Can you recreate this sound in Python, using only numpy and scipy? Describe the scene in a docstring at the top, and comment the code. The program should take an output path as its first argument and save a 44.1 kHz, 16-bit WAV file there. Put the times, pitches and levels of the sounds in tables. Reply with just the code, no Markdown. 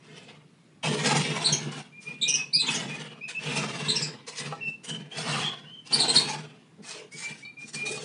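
"""Lovebirds dodging a net

Lovebirds dodge a cloth net in a wire cage: noise pulsed by wing strokes makes air puffs, swish and rustle.
Sharp chirps are stacks of swept harmonics; another bird's thin whistles are wavering, nearly pure tones.
The net knocks the frame and pings the wires (decaying modes) and scrapes the tray (snaps through resonances).
The cage compartment booms under the wings, a small hard room answers calls and knocks, and a rumble lies below."""
import sys
import numpy as np
from scipy import signal
from scipy.fft import rfft, irfft, next_fast_len
from scipy.io import wavfile
from scipy.ndimage import uniform_filter1d, map_coordinates

SR = 44100
rng = np.random.default_rng(int(sys.argv[2]) if len(sys.argv) > 2 else 0)


def dump_mix(stems):
    """Bounce the given channels to the path in sys.argv[1] as a 16-bit WAV at rate SR."""
    frames = np.atleast_2d(stems).T  # one column per channel
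    limited = np.clip(frames, -1, 1)  # hard clip at full scale
    pcm = np.round(limited * 32767).astype(np.int16)
    wavfile.write(sys.argv[1], SR, pcm)


N = 354872
ENVELOPE_STEP = 32  # samples between envelope points


def amp(db):
    """Decibels to gain."""
    return 10 ** (np.asarray(db) / 20)


def unit(x):
    """x at rms 1."""
    return x / np.sqrt(np.mean(x ** 2) + 1e-20)


def along(points, hz):
    """Read a curve of (frequency [Hz], value) points on a log frequency axis."""
    f, v = np.transpose(points)
    return np.interp(np.log(hz + 1), np.log(f + 1), v)


def wobble(rate, size=N):
    """A smooth random curve with rate knots a second."""
    knots = rng.standard_normal(int(size * rate / SR) + 4)
    return map_coordinates(knots, [np.arange(size) * rate / SR])


def filtered(x, response):
    """x times a response of frequency."""
    m = next_fast_len(N + SR // 2)
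    return irfft(rfft(x, m) * response(np.fft.rfftfreq(m, 1 / SR)), m)[:N]


def coloured(x, spectrum):
    """x shaped by the given spectrum, at rms 1."""
    return unit(filtered(x, lambda hz: amp(along(spectrum, hz))))


def add(track, s, sound):
    """Mix a sound into the track at time s."""
    i = round(s * SR)
    track[i:i + len(sound)] += sound[:len(track) - i]


def shifting(x, ripple_db, patch_db):
    """Reflections stress narrow bands that change as the source moves; broader patches come and go."""
    z = signal.stft(x, nperseg=1024)[2]

    def blurred(bands, frames):
        grain = uniform_filter1d(rng.standard_normal(z.shape), size=bands, axis=0)
        return np.clip(unit(uniform_filter1d(grain, size=frames, axis=1)), -2, 2)

    ripple = blurred(bands=3, frames=14)
    patch = blurred(bands=16, frames=4)
    gain = amp(ripple_db * ripple + patch_db * patch)
    return signal.istft(z * gain, nperseg=1024)[1][:N]


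def resonances(modes, hz):
    """Causal response of a body: band-pass modes summed with alternating sign."""
    return sum((-1) ** k * amp(db) * 1j * hz * width / (centre * centre - hz * hz + 1j * hz * width)
               for k, (centre, width, db) in enumerate(modes))


def crackle(rate, spread_db):
    """Tiny snaps at random moments; the spread makes a few much stronger than the rest."""
    sizes = amp(spread_db * np.minimum(rng.exponential(size=N), 4))
    return unit((rng.random(N) < rate / SR) * rng.choice([-1, 1], N) * sizes)


def swell(s, rise, hold, db, fall_db_per_s):
    """Power of a sound that builds up to time s, holds and dies away."""
    t = np.arange(0, N, ENVELOPE_STEP) / SR
    attack = np.clip(1 + (t - s) / rise, 0, 1)
    return (attack * amp(db - fall_db_per_s * np.maximum(t - s - hold, 0))) ** 2


def envelope(power):
    """Summed powers as one gain per sample."""
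    return np.interp(np.arange(N), np.arange(0, N, ENVELOPE_STEP), np.sqrt(power))


# Tone of the quiet rumble: (frequency [Hz], level [dB])
RUMBLE_TONE = [(20, -37), (65, -31.5), (100, -11.5), (145, 1), (260, -5.5), (600, -19.5), (1500, -24),
               (2500, -25), (6000, -32.5), (10000, -36)]


def ambience():
    """The room's quiet rumble: noise with a fixed tone and gently shifting bands."""
    noise = shifting(rng.standard_normal(N), ripple_db=1.5, patch_db=1.0)
    return amp(-57.5) * coloured(noise, RUMBLE_TONE)


def wing_strokes(beat_hz, drift, sharpness, count=2):
    """Pressure of the downstrokes of a few birds, each wandering about the beat rate."""
    power = np.zeros(N)
    for _ in range(count):
        phase = np.cumsum(beat_hz * np.exp(drift * wobble(5))) / SR + rng.random()
        power += np.exp(sharpness * np.cos(2 * np.pi * phase))
    return unit(np.sqrt(power))


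# Bursts of flapping, level before each layer's offset:
# (time at full effort [s], build-up [s], hold [s], relative level [dB])
FLIGHTS = [(0.085, 0.11, 0.21, -56.5), (0.853, 0.023, 0.28, -34), (1.049, 0.038, 0.11, -29),
           (1.218, 0.046, 0.3, -35.5), (1.59, .05, 0.07, -43.5), (2.085, 0.041, 0.015, -50),
           (2.286, 0.094, 0.09, -48.5), (2.7, 0.1, 0.11, -36.5), (2.89, 0.042, 0.13, -43),
           (3.477, 0.1, 0.071, -36), (3.57, 0.058, 0.044, -33), (3.737, 0.13, 0.29, -39),
           (4.422, 0.033, 0.046, -41), (4.904, 0.031, 0.028, -45.5), (5.219, 0.12, 0.1, -37.5),
           (5.299, 0.057, .12, -34), (5.955, 0.07, 0.23, -33.5), (6.259, 0.07, 0.072, -38),
           (7.78, 0.043, 0.29, -49)]
USUAL_DB = -41  # a usual burst


def flights(over_db, fall_db_per_s, grows=1):
    """Power the bursts put into one layer; grows sets how far it follows their effort about a usual burst."""
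    return sum(swell(s, rise, hold, USUAL_DB + grows * (db - USUAL_DB) + over_db, fall_db_per_s)
               for s, rise, hold, db in FLIGHTS)


# Hollow of the compartment: (frequency [Hz], width [Hz], level [dB])
HOLLOW = [(149.6, 12.6, 3), (216.2, 14.6, -1.5), (255, 19.4, -5.5), (348.6, 14, -9), (427.6, 18, -5)]
# Tone of the pushed air: (frequency [Hz], level [dB])
PUFF_TONE = [(25, -33), (70, -24.5), (100, -8), (135, -1.5), (480, -3.5), (900, -4), (3000, -43.5)]
# Dull thumps in the compartment: (time at the peak [s], level [dB])
THUMPS = [(.085, -51), (.91, -28), (1.201, -28.5), (1.311, -28.5), (1.532, -28.5), (1.674, -31),
          (1.779, -38.5), (2.09, -49), (2.225, -42), (2.569, -42.5), (2.865, -33), (3.485, -35.5),
          (3.89, -34), (4.148, -48), (4.465, -45), (4.685, -42), (4.93, -34), (5.01, -40.5), (6.045, -40),
          (6.17, -32.5), (6.805, -41.5), (7.16, -48.5), (7.319, -46), (7.655, -46), (7.76, -40.5),
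          (7.916, -49)]


def pushed_air(strokes):
    """Strokes push noisy air into the resonant hollow; dull thumps swell the same layer."""
    puffs = shifting(strokes * rng.standard_normal(N), ripple_db=2.0, patch_db=0)
    air = coloured(filtered(puffs, lambda hz: resonances(HOLLOW, hz)), PUFF_TONE)
    thumps = sum(swell(s, .03, 0, db, fall_db_per_s=329) for s, db in THUMPS)
    return air * envelope(flights(over_db=0.38, fall_db_per_s=79, grows=0.74) + thumps)


# The cloth net or a wing brushes the bars:
# (time at the peak [s], rise [s], rustle level [dB], swish level [dB])
BRUSHES = [(.18, 0.056, -55.5, -49), (.29, .03, -74, -46.5), (0.845, 0.018, -37.5, -29.5),
           (1.075, 0.023, -27, -30), (1.174, .025, -27, -45), (1.365, .025, -42, -53),
           (1.725, 0.015, -43.5, -40.5), (1.778, 0.036, -44.5, -41.5), (2.03, 0.033, -50, -56.5),
           (2.385, 0.032, -47, -43), (2.721, 0.026, -31.5, -48), (3.29, 0.013, -40, -40),
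           (3.57, 0.033, -34.5, -40), (4.286, 0.022, -38.5, -41.5), (4.387, 0.039, -35.5, -41.5),
           (4.685, 0.046, -57, -62), (4.855, 0.024, -42.5, -45), (4.894, 0.019, -40, -42.5),
           (5.186, 0.019, -37, -41), (5.874, .03, -50.5, -53), (6.165, 0.035, -26, -46),
           (6.31, .04, -36.5, -37.5), (6.916, 0.097, -41.5, -45), (6.989, 0.15, -51.5, -46.5),
           (7.13, 0.02, -47, -60.5), (7.242, .11, -38.5, -48), (7.315, 0.09, -48.5, -45.5),
           (7.39, 0.02, -49, -55), (7.622, 0.042, -51.5, -58.5), (7.69, 0.062, -47.5, -60),
           (7.749, 0.023, -35.5, -47), (7.87, 0.022, -35.5, -50), (7.92, 0.011, -33, -54),
           (8.03, .04, -44, -56)]
# Tone of the swish: (frequency [Hz], level [dB])
SWISH_TONE = [(120, -25.5), (300, -27), (480, 4.5), (580, -12.5), (650, -1), (735, -5.5), (850, 0.5),
              (1150, -4.5), (1420, -6), (2100, -4.5), (2750, -0.5), (3600, -6), (5500, -17), (11000, -42.5)]


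def wing_swish(strokes):
    """Wings and brushing cloth sweep the air: stroke-pulsed noise with even snaps."""
    sweep = strokes * (rng.standard_normal(N) + .5 * crackle(rate=460, spread_db=0))
    swish = coloured(shifting(sweep, ripple_db=4.5, patch_db=1.5), SWISH_TONE)
    brushes = sum(swell(s, rise, 0, db, fall_db_per_s=189.5) for s, rise, _, db in BRUSHES)
    return swish * envelope(flights(over_db=0.93, fall_db_per_s=96.5) + brushes)


# Tone of the rustle: (frequency [Hz], level [dB])
RUSTLE_TONE = [(500, -47.5), (1800, -0.5), (2800, -9), (4500, 1), (5800, 1.5), (7300, -2), (8900, -1),
               (10000, -8.5), (11000, -29.5)]


def feather_rustle(strokes):
    """Feathers and brushing cloth rustle: stroke-pulsed noise with snaps of uneven strength."""
    brush = strokes * (rng.standard_normal(N) + 0.55 * crackle(rate=500, spread_db=3.5))
    rustle = coloured(shifting(brush, ripple_db=4, patch_db=2), RUSTLE_TONE)
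    brushes = sum(swell(s, rise, 0, db, fall_db_per_s=243) for s, rise, db, _ in BRUSHES)
    return rustle * envelope(flights(over_db=-7, fall_db_per_s=157) + brushes)


def flapping():
    """The same wing strokes pulse the air puffs, the swish and the rustle."""
    strokes = wing_strokes(beat_hz=17, drift=.15, sharpness=.65)
    return pushed_air(strokes) + wing_swish(strokes) + feather_rustle(strokes)


# The cage's floor tray: (frequency [Hz], width [Hz], level [dB])
TRAY = [(310, 22, 5.5), (369, 53, 4), (429.6, 16, 14.5), (497, 12, 7), (586, 9.2, 6.5), (620, 41, -0.5)]
# The net drags over the cage: (time [s], length [s], level [dB])
DRAGS = [(0.848, 0.24, -38), (4.07, .11, -47.5), (6.885, 0.22, -46.5), (7.268, 0.057, -54),
         (7.826, 0.15, -40), (7.95, 0.21, -40)]


def drags():
    """The net sticks and slips: uneven snaps shake the tray's resonances."""
    thin_bass = lambda hz: hz / (hz + 400)
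    snaps = crackle(rate=350, spread_db=4.5)
    slips = unit(filtered(snaps, lambda hz: resonances(TRAY, hz) * thin_bass(hz)))
    pressure = np.zeros(N)
    for s, length, db in DRAGS:
        add(pressure, s, amp(db) * np.sqrt(np.abs(np.hanning(round(length * SR)))))
    return pressure * slips


# Reverb of the small hard room: (frequency [Hz], 60 dB decay time [s])
ROOM = [(150, 0.63), (1000, 0.14), (4000, 0.31), (10000, 0.18)]


def room(x, wet_db, near_db=-30, near_life=.012):
    """Direct sound, quick scatter off the cage walls and a tail longest in the bass, at unchanged energy."""
    hz, t, z = signal.stft(rng.standard_normal(SR // 2), SR, nperseg=256)
    decay = amp(-60 * t / along(ROOM, hz)[:, None])
    tail = signal.istft(z * decay, SR, nperseg=256)[1]
    near = rng.standard_normal(len(tail)) * np.exp(-np.arange(len(tail)) / SR / near_life)
    answer = amp(wet_db) * tail / np.linalg.norm(tail) + amp(near_db) * near / np.linalg.norm(near)
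    answer[0] += 1  # direct sound
    heard = signal.fftconvolve(x, answer)
    return heard * np.linalg.norm(x) / np.linalg.norm(heard)


# What throat and beak let through: (frequency [Hz], level [dB])
BEAK = [(2500, -7.5), (3200, -5), (3700, 10.5), (4500, -1.5), (6300, 5.5), (7200, -2), (8600, -6.5),
        (9700, -13.5), (11500, -21)]
# Alarm chirps, level before beak and effort; the tilt adds to each harmonic over the one before:
# (time [s], length [s], top pitch [Hz], relative level [dB], harmonic tilt [dB])
CHIRPS = [(1.441, .036, 4290, -20, -1), (1.521, 0.019, 3225, -25.5, 1), (2.212, 0.031, 3936, -29, -1),
          (2.276, .032, 2997, -24.5, -2.5), (2.337, .024, 3000, -21, -4), (2.528, 0.044, 4806, -18.5, -2),
          (2.588, 0.039, 4120, -27.5, -1), (2.661, .03, 3553, -34, -3), (2.736, 0.0287, 3310, -33, 0),
          (3.882, 0.029, 4140, -24.5, -2.5), (3.953, 0.0263, 2767, -24.5, -2.5),
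          (4.015, 0.032, 2570, -29, -0.5), (5.924, 0.031, 4707, -18, 3.5), (5.986, 0.043, 4280, -22.5, 0),
          (6.077, 0.036, 4265, -25, 5), (6.154, 0.025, 4367, -13, -3.5)]


def chirps(arch=0.1506, crest=.46, rasp=.036, flutter_db=2.0, count=3):
    """Each chirp snaps on, sweeps up and falls back with a fast rasp; the beak weights its harmonics."""
    out = np.zeros(N)
    for s, length, top_hz, db, tilt_db in CHIRPS:
        u = np.linspace(0, 1, round(length * SR))  # progress through the chirp
        shake = wobble(1287, size=SR // 10)[:len(u)]
        tremor = wobble(545, size=SR // 10)[:len(u)]
        pitch = top_hz * (1 - arch * ((u - crest) / crest) ** 2 + rasp * shake)
        phase = 2 * np.pi * np.cumsum(pitch) / SR
        voice = np.zeros(len(u))
        for k in range(1, count + 1):
            harmonic_db = db + along(BEAK, k * top_hz) + tilt_db * (k - 1)
            voice += amp(harmonic_db) * np.sin(k * phase)
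        effort = np.abs(np.sin(np.pi * u)) * amp(4 + flutter_db * tremor)
        add(out, s, room(voice * effort, wet_db=-1, near_db=0, near_life=.022))
    return out


# Whistled notes; scoop is how far below pitch a note starts, level is before swell and waver:
# (time [s], length [s], pitch [Hz], scoop [share of pitch], relative level [dB])
PEEPS = [(1.917, 0.086, 2400, 0, -44.5), (2.045, 0.077, 2416, 0, -39.5), (2.219, 0.14, 2486, 0.07, -36),
         (2.376, 0.04, 2567, 0, -31), (2.532, 0.084, 2575, 0.11, -35), (2.681, 0.024, 2593, 0.04, -25.5),
         (2.88, 0.085, 2500, 0.08, -40.5), (3.208, 0.054, 2640, .11, -40),
         (3.262, 0.071, 2512, 0.01, -42.5), (3.346, 0.055, 2663, 0.04, -33),
         (4.605, 0.093, 2708, 0.01, -34), (4.862, .1, 3082, .05, -37.5), (5.111, 0.11, 3400, .12, -41),
         (5.404, 0.1, 3380, 0.04, -33.5), (5.646, .16, 3110, 0.15, -49), (5.848, .081, 2780, 0.05, -50.5),
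         (7.115, .215, 2342, .08, -43), (7.422, 0.087, 2377, 0.04, -44), (7.565, .089, 2414, 0, -43),
         (7.748, 0.139, 2411, 0, -34.5), (7.917, 0.035, 2485, .01, -38)]
SCOOP_S = .03  # time constant of the scoop up to pitch
# High notes sag by this share and low ones creep up; pitch that stays level; distance to full sag
SAG, LEVEL_HZ, SAG_SPAN_HZ = 0.022, 2580, 151


def peeps(fade=0.0085, quaver=.012, waver_db=3.5, swell_db=6):
    """Thin, wavering whistles from a bird farther off; notes scoop up, swell and are smeared by the room."""
    out = np.zeros(N)
    for s, length, hz, scoop, db in PEEPS:
        u = np.linspace(0, 1, round(length * SR))  # progress through the note
        shake = wobble(260, size=SR // 2)[:len(u)]
        tremor = wobble(60, size=SR // 2)[:len(u)]
        strain = (hz / 2700) ** 4  # higher notes are less steady
        sag = SAG * np.clip((hz - LEVEL_HZ) / SAG_SPAN_HZ, -1, 1)
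        tune = 1 - scoop * np.exp(-u * length / SCOOP_S) - sag * (u - .5)
        pitch = hz * tune * (1 + quaver * strain * shake)
        gate = np.clip(np.minimum(u, 1 - u) * length / fade, 0, 1)
        level_db = db + 4.5 - swell_db * (1 - u) ** 2 + waver_db * tremor
        phase = 2 * np.pi * np.cumsum(pitch) / SR
        tone = np.sin(phase) + amp(-29) * np.sin(2 * phase)
        add(out, s, room(gate * amp(level_db) * tone, wet_db=-3, near_db=-9.5))
    return out


def ring(modes, attack):
    """One blow on a set of decaying modes, each at a fresh strength, with a brief noisy scuff."""
    t = np.arange(SR // 3) / SR
    sound = np.zeros(len(t))
    for hz, db, t60 in modes:
        decay = amp(db + rng.normal(0, 2) - 60 * t / t60)
        sound += decay * np.sin(2 * np.pi * (hz * t + rng.random()))
    scuff = 0.48 * np.exp(-t / 0.0039) * rng.standard_normal(len(t))
    return (sound + scuff) * (1 - np.exp(-t / attack)) / np.sqrt(len(modes))


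# Ring of the cage frame: (frequency [Hz], relative level [dB], 60 dB decay time [s])
FRAME = [(507, 3.5, .07), (665, 0, .07), (814, 4, 0.13), (970, -4, .06), (1167, 8, 0.062),
         (1318, -2.5, 0.16), (1565, -3, .06), (1883, -2, 0.092), (2530, -13, .05)]
# Ring of the cage wires: (frequency [Hz], relative level [dB], 60 dB decay time [s])
WIRES = [(2960, -5, 0.1), (3806, 2, 0.12), (4420, 7.5, 0.06), (5350, -14, 0.12), (7450, -10, 0.072)]
# Knocks on the cage, levels before the trims below:
# (time [s], relative frame knock level [dB], relative wire ping level [dB])
BUMPS = [(4.523, -43, -60), (4.678, -72.5, -50), (6.842, -63, -51), (7.449, -67.5, -39),
         (7.862, -51.5, -31), (7.916, -58, -50), (7.974, -54, -35)]


def bumps():
    """The net's hoop or a bird knocks the frame and sets the wires ringing."""
    out = np.zeros(N)
    for s, knock_db, ping_db in BUMPS:
        knock = amp(knock_db + 14.5) * ring(FRAME, attack=0.001)
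        ping = amp(ping_db - 1) * ring(WIRES, attack=0.0015)
        add(out, s, room(knock + ping, wet_db=-4.5))
    return out


def scene():
    """The cage over the room's quiet rumble."""
    return (ambience() + flapping() + drags() + chirps() + peeps() + bumps())[None]


def record(dry, top_hz=10700):
    """The phone thins the deep bass and cuts very steeply above its band limit."""
    bass_cut = [(50, -4.5), (90, -1), (135, 0.5)]  # (frequency [Hz], level [dB])
    thinned = filtered(dry[0], lambda hz: amp(along(bass_cut, hz)))
    return filtered(thinned, lambda hz: 1 / np.sqrt(1 + (hz / top_hz) ** 200))[None]


dry = scene()
out = record(dry)
dump_mix(out)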